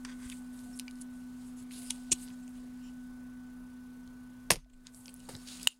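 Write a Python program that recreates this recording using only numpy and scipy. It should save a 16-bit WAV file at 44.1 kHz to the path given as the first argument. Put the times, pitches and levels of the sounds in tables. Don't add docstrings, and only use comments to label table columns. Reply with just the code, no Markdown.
import sys
import numpy as np
from scipy import signal
from scipy.fft import rfft, irfft
from scipy.io import wavfile
from scipy.ndimage import uniform_filter1d

SR = 44100
rng = np.random.default_rng(int(sys.argv[2]) if len(sys.argv) > 2 else 0)


def rack_gain(trim_db):
    fader = np.asarray(trim_db, float)
    return 10 ** (fader / 20)


def master_out(mix):
    frames = np.transpose(np.atleast_2d(mix))
    ceiling = np.clip(frames, -1, 1)
    pcm = np.round(ceiling * 32767).astype(np.int16)
    wavfile.write(sys.argv[1], SR, pcm)


N = 255358


def spring_snap():
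    # (time [s], crack [dB], knock [dB], thud [dB])
    blows = [(4.5032, -46, -40, -32), (4.504, -26, -14, -26), (4.5051, -27, -14, -26),
             (4.5058, -27, -15, -30), (4.5069, -26, -9, -32), (4.5075, -10, -20, -30),
             (4.5086, -21, -30, -34), (4.5113, -23, -24, -32), (4.5137, -25, -36, -36),
             (4.5155, -11, -17, -24), (4.5165, -17, -25, -32), (4.5214, -30, -23, -28),
             (4.5225, -25, -30, -34), (4.5277, -29, -33, -32), (4.5354, -31, -32, -28),
             (4.544, -38, -42, -34), (4.5578, -39, -35, -40), (4.563, -44, -48, -42),
             (4.567, -45, -50, -44)]
    # (frequency [Hz], width [Hz], level [dB])
    crack_modes = [(3300, 190, -7), (5300, 1500, -4), (7000, 380, -0.5), (8500, 1300, -2),
                   (10500, 1400, -1), (11600, 600, 0), (14000, 2500, -9)]
    # (frequency [Hz], width [Hz], level [dB])
    knock_modes = [(500, 170, -1), (1020, 390, -4), (1900, 680, -1), (2700, 1050, 0), (3600, 900, -1),
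                   (5200, 1270, -4)]
    # (frequency [Hz], width [Hz], level [dB])
    thud_modes = [(35, 43, 0.5), (110, 69, 3.5), (181, 81, -1), (330, 77, -2), (480, 200, -3)]
    # (peak time [s], rise [s], fall [s], level [dB])
    rushes = [
        (4.507, .003, .026, -26),
        (4.53, .012, .025, -42),
        (4.575, .02, .06, -68),
    ]
    # (peak time [s], rise [s], fall [s], level [dB])
    shakes = [
        (4.518, 0.013, 0.048, -40.5),
        (4.57, 0.036, 0.076, -68.5),
    ]
    out = np.zeros(N)
    for row in rushes:
        add(out, *rattle(row, crack_modes + [(1800, 1500, -8)], per_s=10000, spread_db=3.0, order=1))
    for row in shakes:
        add(out, *rattle(row, thud_modes + knock_modes, per_s=5400, spread_db=2.4, order=1))
    for s, crack_db, knock_db, thud_db in blows:
        add(out, s, rack_gain(crack_db) * ring(crack_modes, 0.0005))
        add(out, s, rack_gain(knock_db) * ring(knock_modes, 0.0001))
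        add(out, s, rack_gain(thud_db - 6) * ring(thud_modes, 0.001))
    return out


def latch_scrape():
    # (time [s], level [dB], start frequency [Hz], end frequency [Hz], length [s])
    squeals = [
        (2.1163, -26, 7400, 6600, .0105),
        (2.119, -32, 8300, 8700, .013),
        (2.1163, -40, 2400, 2900, .005),
    ]
    # (peak time [s], rise [s], fall [s], pressure [dB])
    scrapes = [
        (2.1125, 0.0011, 0.009, -42),
        (2.118, .002, 0.0065, -24.5),
        (2.122, 0.005, 0.011, -28),
        (2.128, .002, 0.0023, -27),
        (2.132, .002, 0.003, -34),
        (2.136, 0.0055, 0.015, -50),
    ]
    # (frequency [Hz], width [Hz], level [dB])
    barrel_modes = [(2675, 480, -0.5), (4100, 1450, -1.5), (5600, 710, 5), (7000, 480, 12.5),
                    (8500, 515, 6.5), (10500, 1100, -8.5)]
    # (time [s], peak [dB], body frequency [Hz], bright frequency [Hz], bright share [dB])
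    teeth = [
        (2.119, -43, 2840, 7000, -10),
        (2.1268, -24, 3220, 7000, -0.5),
        (2.1285, -15.5, 3190, 8300, 5),
        (2.1305, -24.5, 8400, 10500, -3.5),
        (2.132, -26, 9000, 11500, -2),
        (2.136, -36.5, 8830, 10500, -2),
    ]
    out = np.zeros(N)
    for s, *colour in squeals:
        add(out, s, slide(*colour))
    for row in scrapes:
        add(out, *rattle(row, barrel_modes, per_s=15000, spread_db=1.5, order=2))
    for s, *colour in teeth:
        add(out, s, tick(*colour))
    return out


def switch():
    # (time [s], plastic ring [dB], crack [dB])
    bounces = [
        (5.67212, -9, -21),
        (5.67282, -16, -21),
        (5.67317, -15, -17),
        (5.67422, -17, -20),
        (5.6749, -30, -21),
        (5.6756, -40, -25),
    ]
    # (time [s], peak [dB], frequency [Hz], decay t60 [s])
    crack_rings = [
        (5.6732, -19, 6800, .011),
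        (5.6722, -25, 3800, .011),
        (5.6732, -26, 5060, .011),
        (5.6735, -26, 10750, .011),
        (5.6742, -26, 8330, .01),
        (5.6722, -31, 2380, .012),
    ]
    contact_modes = [(3800, 600, 6), (5100, 700, 0), (6800, 600, 5),
                     (8300, 900, 3), (9500, 800, -1), (10700, 600, -2)]
    out, t = np.zeros(N), np.arange(1500) / SR
    case = np.sin(2 * np.pi * 2960 * t) * np.exp(-t / 0.0008) * (1 - np.exp(-t / 0.00006))
    low = rack_gain(-6) * np.sin(2 * np.pi * 800 * t) * np.exp(-t / 0.0001878)
    for s, ring_db, crack_db in bounces:
        add(out, s, rack_gain(ring_db) * (case + low))
        add(out, s, rack_gain(crack_db) * ring(contact_modes, 0.00025))
    for s, *mode in crack_rings:
        add(out, s, bump(*mode))
    add(out, 5.67335, np.array([-0.5, 1, -0.5]))
    return signal.sosfilt(signal.butter(2, 600, "high", fs=SR, output="sos"), out)


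def handling():
    return rubs() + drags() + ticks() + scuffs() + skin_slides() + bumps()


def rubs():
    # (peak time [s], rise [s], fall [s], pressure [dB], dull share [dB])
    early = [(.005, .01, 0.27, -74.5, -4), (.3, 0.13, 0.13, -59.5, -10), (.535, 0.012, 0.41, -70.5, -5.5),
             (.69, 0.66, 0.25, -71, -6), (.986, 0.0934, 0.0859, -73, -3), (1.17, 0.089, 0.11, -72, -3),
             (1.48, 0.28, 0.084, -71.5, 1), (1.62, 0.082, 0.03, -67.5, -2),
             (1.712, 0.0062, 0.097, -62.5, 7), (1.85, 0.16, 0.16, -57, -2.5), (2.0, 0.16, 0.66, -72, 2),
             (2.145, .005, 0.2, -69.5, -8.5), (2.225, 0.06, 0.05, -57, -14.5), (2.49, 0.16, .1, -80, -22),
             (2.564, 0.0485, 0.14, -78.5, 4), (2.874, 0.2702, 0.1609, -80, 3),
             (3.05, 0.0904, 0.19, -80, -2)]
    # (peak time [s], rise [s], fall [s], pressure [dB], dull share [dB])
    late = [(4.86, .2, 0.19, -81.5, -5), (4.945, 0.013, 0.081, -65, -32.5), (5.0, 0.11, 0.16, -67.5, -16),
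            (5.07, 0.04285, 0.0615, -66.5, -13), (5.27, 0.16, 0.02653, -68.5, 1),
            (5.291, 0.00397, 0.073, -55.5, -5), (5.41, 0.14, 0.1106, -68, -9),
            (5.474, 0.00339, 0.082, -72.5, 10), (5.55, 0.16, 0.18, -63.5, 8.5),
            (5.65, 0.074, 0.038, -60, -4.5), (5.69, .01, 0.11, -75, 0)]
    # (frequency [Hz], width [Hz], level [dB])
    skin = [(1340, 1100, -12.5), (2917, 540, -1.5), (3900, 820, -0.5), (4800, 1100, 1), (6700, 890, 0.5)]
    rows = early + late
    t = np.linspace(0, N / SR, N // 32)
    presses = [stroke(t, *row[:4], order=2) for row in rows]
    dull_presses = [rack_gain(row[4]) * press for row, press in zip(rows, presses)]
    fine_t = np.arange(N) / SR
    pressure = np.interp(fine_t, t, sum(presses))
    dullness = np.interp(fine_t, t, sum(dull_presses))
    bright_hz = 9740 + 33.5 * (20 * np.log10(pressure + 1e-5) + 60)
    slips, lumps = rng.standard_normal((2, N))
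    slips = slips * rack_gain(1.6 * evened(uniform_filter1d(lumps, size=120)))
    dull = sum(rack_gain(db) * patchy(resonate(slips, hz, width), 3.0) for hz, width, db in skin)
    bright = patchy(steep(slips, 0.87 * bright_hz, 3000), 2.2)
    bright = bright - patchy(steep(slips, 1.22 * bright_hz, 2200), 2.8)
    bright = bright + rack_gain(-9) * steep(slips, 13300, 4500)
    return dullness * evened(dull) + pressure * evened(bright)


def drags():
    # (peak time [s], rise [s], fall [s], pressure [dB])
    drag_strokes = [
        (0.051, 0.0036, 0.012, -45.5),
        (.1, 0.051, 0.057, -56),
        (.245, 0.077, 0.067, -59.5),
        (0.332, 0.097, 0.00512, -60.5),
        (2.285, 0.043, 0.053, -65),
        (4.87, 0.028, 0.039, -65),
        (5.291, 0.0051, 0.03, -48),
        (5.34, .045, 0.055, -55),
    ]
    # (frequency [Hz], width [Hz], level [dB])
    far_modes = [(465.31, 220, -7), (1028, 90, 9), (1542, 117, 11.5), (2030, 210, 8), (2500, 270, 3),
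                 (3400, 420, 1.5), (4800, 360, 2), (6060, 640, -0.5), (8500, 1100, -4)]
    # (frequency [Hz], width [Hz], level [dB])
    near_modes = [(150, 253, 2), (447, 300, 2.5), (890, 64, 1), (1300, 381.6, -10.5), (2100, 360, -8),
                  (4600, 1400, -11)]
    out = np.zeros(N)
    for row in drag_strokes:
        modes = far_modes if row[0] < 5.1 else near_modes
        add(out, *rattle(row, modes, per_s=9000, spread_db=3.8, order=2))
    return out


def ticks():
    # (time [s], peak [dB], body frequency [Hz], bright frequency [Hz], bright share [dB])
    early = [(0.0493, -35, 1900, 8500, 2), (0.2994, -31, 2850, 9300, 2), (0.591, -49, 4600, 8000, -13),
             (0.776, -42, 7000, 10500, 0), (0.7903, -31.5, 4300, 9300, 8), (0.7968, -28, 3300, 5600, 0.5),
             (0.7968, -26.5, 8500, 10400, 4), (0.7986, -34, 5000, 9500, 0), (.987, -56, 4500, 8000, 3),
             (0.881, -41, 5030, 2600, -12), (0.9106, -38, 3600, 10000, 0), (0.956, -48.5, 4500, 8900, 1),
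             (1.7095, -44, 1900, 3960, -6), (1.899, -40, 5000, 9500, -8), (1.9062, -18, 3100, 9200, 3.5),
             (1.9066, -25, 6700, 9200, -3), (1.9069, -28, 2700, 8500, 0), (1.908, -28, 3000, 8600, 2),
             (1.912, -36, 3135, 8000, 2), (2.272, -50, 4800, 6000, 0), (2.2784, -46, 2900, 3700, 3),
             (2.285, -47, 3800, 6200, -3), (2.493, -50, 9000, 11500, 0), (2.303, -50, 2686, 1500, -8),
             (2.4787, -46, 7000, 8200, 0), (2.4788, -55, 2530, 4000, -6), (4.076, -50, 3700, 7000, -4)]
    # (time [s], peak [dB], body frequency [Hz], bright frequency [Hz], bright share [dB])
    late = [(4.646, -61, 2252, 5000, -3.5), (4.869, -35, 4100, 7200, 0), (4.87, -38, 3400, 5100, 4),
            (4.9465, -42.5, 5300, 8150, 4.5), (5.058, -39.5, 3100, 5600, 6), (5.0813, -38, 2600, 4900, 3),
            (5.1414, -30.5, 9500, 15480, 0), (5.196, -48, 9050, 12000, -5), (5.2023, -45.5, 5000, 9000, 0),
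            (5.3516, -35.5, 1800, 4400, 10), (5.365, -42, 7000, 10000, -6),
            (5.4745, -39.5, 3200, 9500, -12.5), (5.598, -42, 2860, 4000, 0), (5.612, -45, 2860, 4000, 0),
            (5.6306, -31, 5000, 8300, 3), (5.6306, -36, 10500, 13500, -3), (5.163, -50, 7000, 10500, 0)]
    out = np.zeros(N)
    for s, *colour in early + late:
        add(out, s, tick(*colour))
    return out


def scuffs():
    # (time [s], level [dB], body frequency [Hz], bright frequency [Hz], length [s])
    broad = [(1.9026, -36, 4000, 9400, 0.0031), (.0478, -45.5, 1700, 5000, 0.0047),
             (.318, -57, 7500, 10000, 0.012), (0.755, -57.5, 8500, 10500, 0.028),
             (1.004, -57, 7000, 9984, 0.023), (1.01, -49, 9200, 10340, 0.016),
             (1.45, -66, 8500, 10500, 0.058), (1.558, -63, 7460, 10540, 0.059),
             (2.558, -70, 2500, 9000, 0.039), (4.695, -73.5, 2780, 7000, 0.011),
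             (4.73, -70.5, 2850, 7350, 0.016), (5.09, -54, 3060, 8500, 0.0089)]
    # (time [s], level [dB], body frequency [Hz], bright frequency [Hz], length [s])
    squeaks = [
        (.728, -63.5, 5437, 5437, 0.025),
        (2.14, -61, 3300, 4100, 0.03),
        (2.227, -74, 3900, 5100, 0.201),
        (2.8, -70, 2750, 2900, 0.12),
        (2.82, -70, 5500, 7200, 0.09),
        (4.587, -80, 6250, 6250, 0.053),
        (5.252, -68, 3950, 4378, 0.012),
        (5.355, -67.5, 4496, 5300, 0.074),
    ]
    out = np.zeros(N)
    for rows, width_hz in ((broad, 2350), (squeaks, 600)):
        for s, *colour in rows:
            add(out, s, scuff(*colour, width_hz))
    return out


def skin_slides():
    # (time [s], level [dB], start frequency [Hz], end frequency [Hz], length [s])
    glides = [(1.712, -59, 11200, 10200, .09), (1.79, -58.5, 10000, 9300, 0.098),
              (1.72, -62, 3200, 5000, .07), (1.84, -66, 4800, 5300, .06), (4.948, -66, 10900, 8600, 0.054),
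              (5.7, -69, 9500, 9000, .035), (5.472, -59.5, 3400, 4200, .085), (5.49, -66, 10000, 9400, .08),
              (5.585, -63.5, 2800, 3300, 0.037), (.066, -61, 1130, 2300, .042),
              (.118, -65, 3300, 3300, .018), (.315, -52, 2900, 2000, .017), (.316, -55, 3800, 3500, .012),
              (1.013, -58, 6900, 6800, .012), (1.012, -66, 4500, 4500, .014), (2.21, -62, 7200, 6800, .025),
              (2.215, -62, 8100, 8300, .04), (2.42, -70, 7200, 7600, .025), (2.32, -70, 7200, 7100, .035),
              (5.16, -68, 10000, 9800, .022), (5.19, -72, 2900, 2900, .03), (5.68, -63, 2900, 2900, .06),
              (5.677, -51, 8500, 7000, .014), (2.126, -44, 3000, 2500, .009)]
    out = np.zeros(N)
    for s, *colour in glides:
        add(out, s, slide(*colour))
    return out


def bumps():
    # (time [s], peak [dB], frequency [Hz], decay t60 [s])
    bump_rows = [(0.259, -34.5, 59.13, 0.049), (.41, -68, 738, 0.219), (0.88, -40, 2350, 0.021),
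                 (.881, -45.5, 2880, 0.018), (.66, -60, 720, 0.34), (0.678, -48, 215, 0.14),
                 (1.79, -66, 696, 0.76), (1.98, -60, 720, 0.12), (2.116, -34.5, 330, 0.07),
                 (2.123, -32.5, 197, 0.022), (2.127, -36.5, 58, 0.056), (4.074, -50, 60, 0.12),
                 (1.906, -48, 900, .04), (5.19, -55, 140, .12), (4.5036, -26, 402, 0.028),
                 (4.514, -35, 200, 0.052), (4.555, -35.5, 30.6, 0.17), (4.57, -47, 150, 0.11),
                 (4.625, -50.5, 46, 0.35), (4.721, -47.5, 21.8, 0.65), (5.078, -62, 513, 0.0825),
                 (5.288, -43, 890, 0.0407), (2.126, -41, 1105, 0.019), (2.095, -53, 726, 0.047),
                 (4.66, -66.5, 667, 0.0782), (5.336, -40, 188, 0.031), (5.353, -36.5, 110, 0.044)]
    out = np.zeros(N)
    for s, *mode in bump_rows:
        add(out, s, bump(*mode))
    return out


def rattle(row, modes, per_s, spread_db, order):
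    peak_s, rise_s = row[:2]
    t = peak_s - rise_s + np.arange(9000) / SR
    size = rack_gain(spread_db * np.minimum(rng.exponential(1, 9000), 3)) * rng.standard_normal(9000)
    slips = size * (rng.random(9000) < per_s / SR)
    return t[0], stroke(t, *row, order) * evened(body(slips, modes))


def ring(modes, blur_s):
    t = np.arange(4000) / SR
    blow = rng.standard_normal(4000) * np.exp(-t / blur_s) + 3 * (t == 0)
    out = body(blow, modes)
    return out / abs(out).max()


def tick(db, low_hz, high_hz, bright_db):
    width = min(0.55 * low_hz, 2200)
    t = np.arange(1500) / SR
    grit = rack_gain(-13.5) * rng.standard_normal(1500) * np.exp(-t / 0.00096)
    blow = (t == 0) + grit
    out = evened(steep(blow, low_hz, width))
    out = out + rack_gain(bright_db) * evened(steep(blow, high_hz, min(2 * width, 2600)))
    out = out - rack_gain(-3) * evened(steep(blow, (low_hz + high_hz) / 2, 1.2 * width))
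    out = out + rack_gain(-16.5) * evened(blow)
    floor_hz = 0.7 * min(low_hz, high_hz)
    out = signal.sosfilt(signal.butter(4, floor_hz, "high", fs=SR, output="sos"), out)
    return rack_gain(db) * out / abs(out).max()


def scuff(db, low_hz, high_hz, length_s, width_hz):
    slips = rng.standard_normal(6000)[:int(length_s * SR)]
    bands = evened(steep(slips, low_hz, width_hz)) + evened(steep(slips, high_hz, 0.62 * width_hz))
    return rack_gain(db) * evened(bands) * signal.windows.tukey(len(slips), 0.6)


def slide(db, from_hz, to_hz, length_s):
    slips, lumps = rng.standard_normal((2, 6000))[:, :int(length_s * SR)]
    slips = slips * rack_gain(2.5 * evened(uniform_filter1d(lumps, size=60)))
    band = steep(slips, np.linspace(from_hz, to_hz, len(slips)), 0.12 * from_hz + 200)
    return rack_gain(db) * evened(band) * signal.windows.tukey(len(slips), 0.4)


def bump(db, hz, t60):
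    t = np.arange(12000) / SR
    return rack_gain(db - 60 * t / t60) * np.sin(2 * np.pi * hz * t) * (1 - np.exp(-t * hz / 0.11))


def stroke(t, peak_s, rise_s, fall_s, db, order):
    away = np.where(t < peak_s, (peak_s - t) / rise_s, (t - peak_s) / fall_s)
    return rack_gain(db - np.minimum(20 * away ** order, 200))


def patchy(x, depth_db):
    slow = uniform_filter1d(uniform_filter1d(rng.standard_normal(len(x)), size=700), size=400)
    return x * rack_gain(depth_db * evened(slow))


def resonate(x, hz, width):
    turn = np.exp(2j * np.pi * np.cumsum(hz * np.ones(len(x))) / SR)
    r = np.exp(-np.pi * width / SR)
    return 2 * (turn * signal.lfilter([1 - r], [1, -r], x / turn)).real


def steep(x, hz, width):
    return resonate(resonate(x, hz, width), hz, width)


def body(x, modes):
    return sum((-1) ** k * rack_gain(db) * resonate(x, hz, width) for k, (hz, width, db) in enumerate(modes))


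def evened(x):
    return x / np.sqrt(np.mean(x ** 2) + 1e-20)


def read(points, hz):
    f, value = np.transpose(points)
    return np.interp(np.log(hz + 1), np.log(f + 1), value)


def add(mix, s, sound):
    part = mix[round(s * SR):][:len(sound)]
    part += sound[:len(part)]


def room(x):
    # (frequency [Hz], decay t60 [s])
    decay = [(300, 0.04), (3000, 0.11), (9000, 0.085), (15000, 0.053)]
    taps = np.zeros(SR // 2)
    at = np.arange(130, SR // 2 - 20, 12)
    taps[at + rng.integers(0, 12, len(at))] = rng.choice([-1., 1.], len(at))
    hz, t, z = signal.stft(taps, SR, nperseg=128)
    tail = signal.istft(z * rack_gain(-60 * t / read(decay, hz)[:, None]), SR, nperseg=128)[1]
    return signal.fftconvolve(x, tail / np.linalg.norm(tail))[:N]


def hum():
    # (frequency [Hz], width [Hz], level [dB])
    motors = [(120.5, 0.5, -71), (181, 12, -68.5), (26.8, 17, -62), (720, 25, -91.5)]
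    t = np.arange(N) / SR
    turn = 2 * np.pi * 249.54 * t
    waver = 1 + 0.074 * evened(resonate(rng.standard_normal(N), 4.2, 24))
    dips = sum(np.exp(-((t - s) / 0.24) ** 2) for s in (1.52, 2.635))
    sixth = rack_gain(-22.5 + 0.73 * t) * (1 - 0.6 * dips)
    third = rack_gain(-43.5) + stroke(t, peak_s=3.5, rise_s=6, fall_s=0.3, db=-35, order=2)
    tones = waver * np.sin(turn) + sixth * np.sin(6 * turn) + third * np.sin(3 * turn)
    drones = np.zeros(N)
    for hz, width, db in motors:
        narrow = resonate(resonate(rng.standard_normal(N), hz, width), hz, 3 * width)
        drones += rack_gain(db) * evened(narrow)
    hum_db = -47.5 - 2.5 * np.maximum(t - 3.03, 0)
    return np.sqrt(2) * rack_gain(hum_db) * tones + drones


def air():
    # (frequency [Hz], density [dB per Hz])
    spectrum = [(20, -16), (60, 6), (250, -2), (600, -8.5), (1100, -7.5), (2200, -16.5), (7000, -23),
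                (16000, -20)]
    hz = np.fft.rfftfreq(1024, 1 / SR)
    a, b, patches = rng.standard_normal((N // 256 + 5, 513, 3)).T
    patches = uniform_filter1d(uniform_filter1d(patches, size=12, axis=0), size=14, axis=1)
    z = (a + 1j * b) * rack_gain(read(spectrum, hz)[:, None] + 1.2 * evened(patches))
    return rack_gain(-63.5) * evened(signal.istft(z, nperseg=1024, noverlap=768)[1][:N])


def leak():
    # (frequency [Hz], width [Hz], level [dB])
    hiss_bands = [(6500, 1300, -1.8), (10000, 1100, 0.1), (14670, 2000, -2)]
    pictures_per_s, burst_start, burst_share = 30, 0.92, 0.42
    on = (np.arange(N) * pictures_per_s / SR - burst_start) % 1 < burst_share
    hiss = evened(body(rng.standard_normal(N), hiss_bands))
    return rack_gain(-73) * hiss * uniform_filter1d(on * 1., size=100)


def recorder_gain():
    # (time [s], closing time [s], deepest gain [dB], recovery time constant [s])
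    ducks = [
        (4.515, 0.083, -17, 0.32),
        (5.669, 0.0071, -16.5, 0.77),
    ]
    ceiling_db = 2
    t = np.arange(N) / SR
    gain_db = 1 - 0.32 * t
    for s, close_s, low_db, recover_s in ducks:
        since_closed = np.maximum(t - s - close_s, 0)
        back_db = ceiling_db + (low_db - ceiling_db) * np.exp(-since_closed / recover_s)
        gain_db = gain_db + (back_db - gain_db) * np.clip((t - s) / close_s, 0, 1)
    return rack_gain(gain_db)


def scene():
    hands, tool, click = handling(), latch_scrape() + spring_snap(), switch()
    background = (hum() + air() + leak()) * recorder_gain()
    brighter = click - 0.5 * resonate(click, 2900, 900)
    wet = room(rack_gain(-15.5) * hands + rack_gain(-24.0) * tool + rack_gain(-26.0) * brighter)
    return (background + hands + tool + click + wet)[None]


def band_limit(x):
    return signal.sosfilt(signal.butter(12, 17120, fs=SR, output="sos"), x)


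def record(dry):
    # (frequency [Hz], gain [dB])
    response = [(20, 0.5), (10500, 2.5), (12000, -2.5), (14000, -2.5), (15900, -5.5), (16150, -29),
                (17000, -34), (17300, -65.5), (22050, -80)]
    x = signal.sosfilt(signal.butter(1, 18, "high", fs=SR, output="sos"), dry)
    x = 0.48 * np.tanh(x / 0.48)
    x = irfft(rfft(x) * rack_gain(read(response, np.fft.rfftfreq(N, 1 / SR))), N)
    return band_limit(x)


dry = scene()
out = record(dry)
master_out(out)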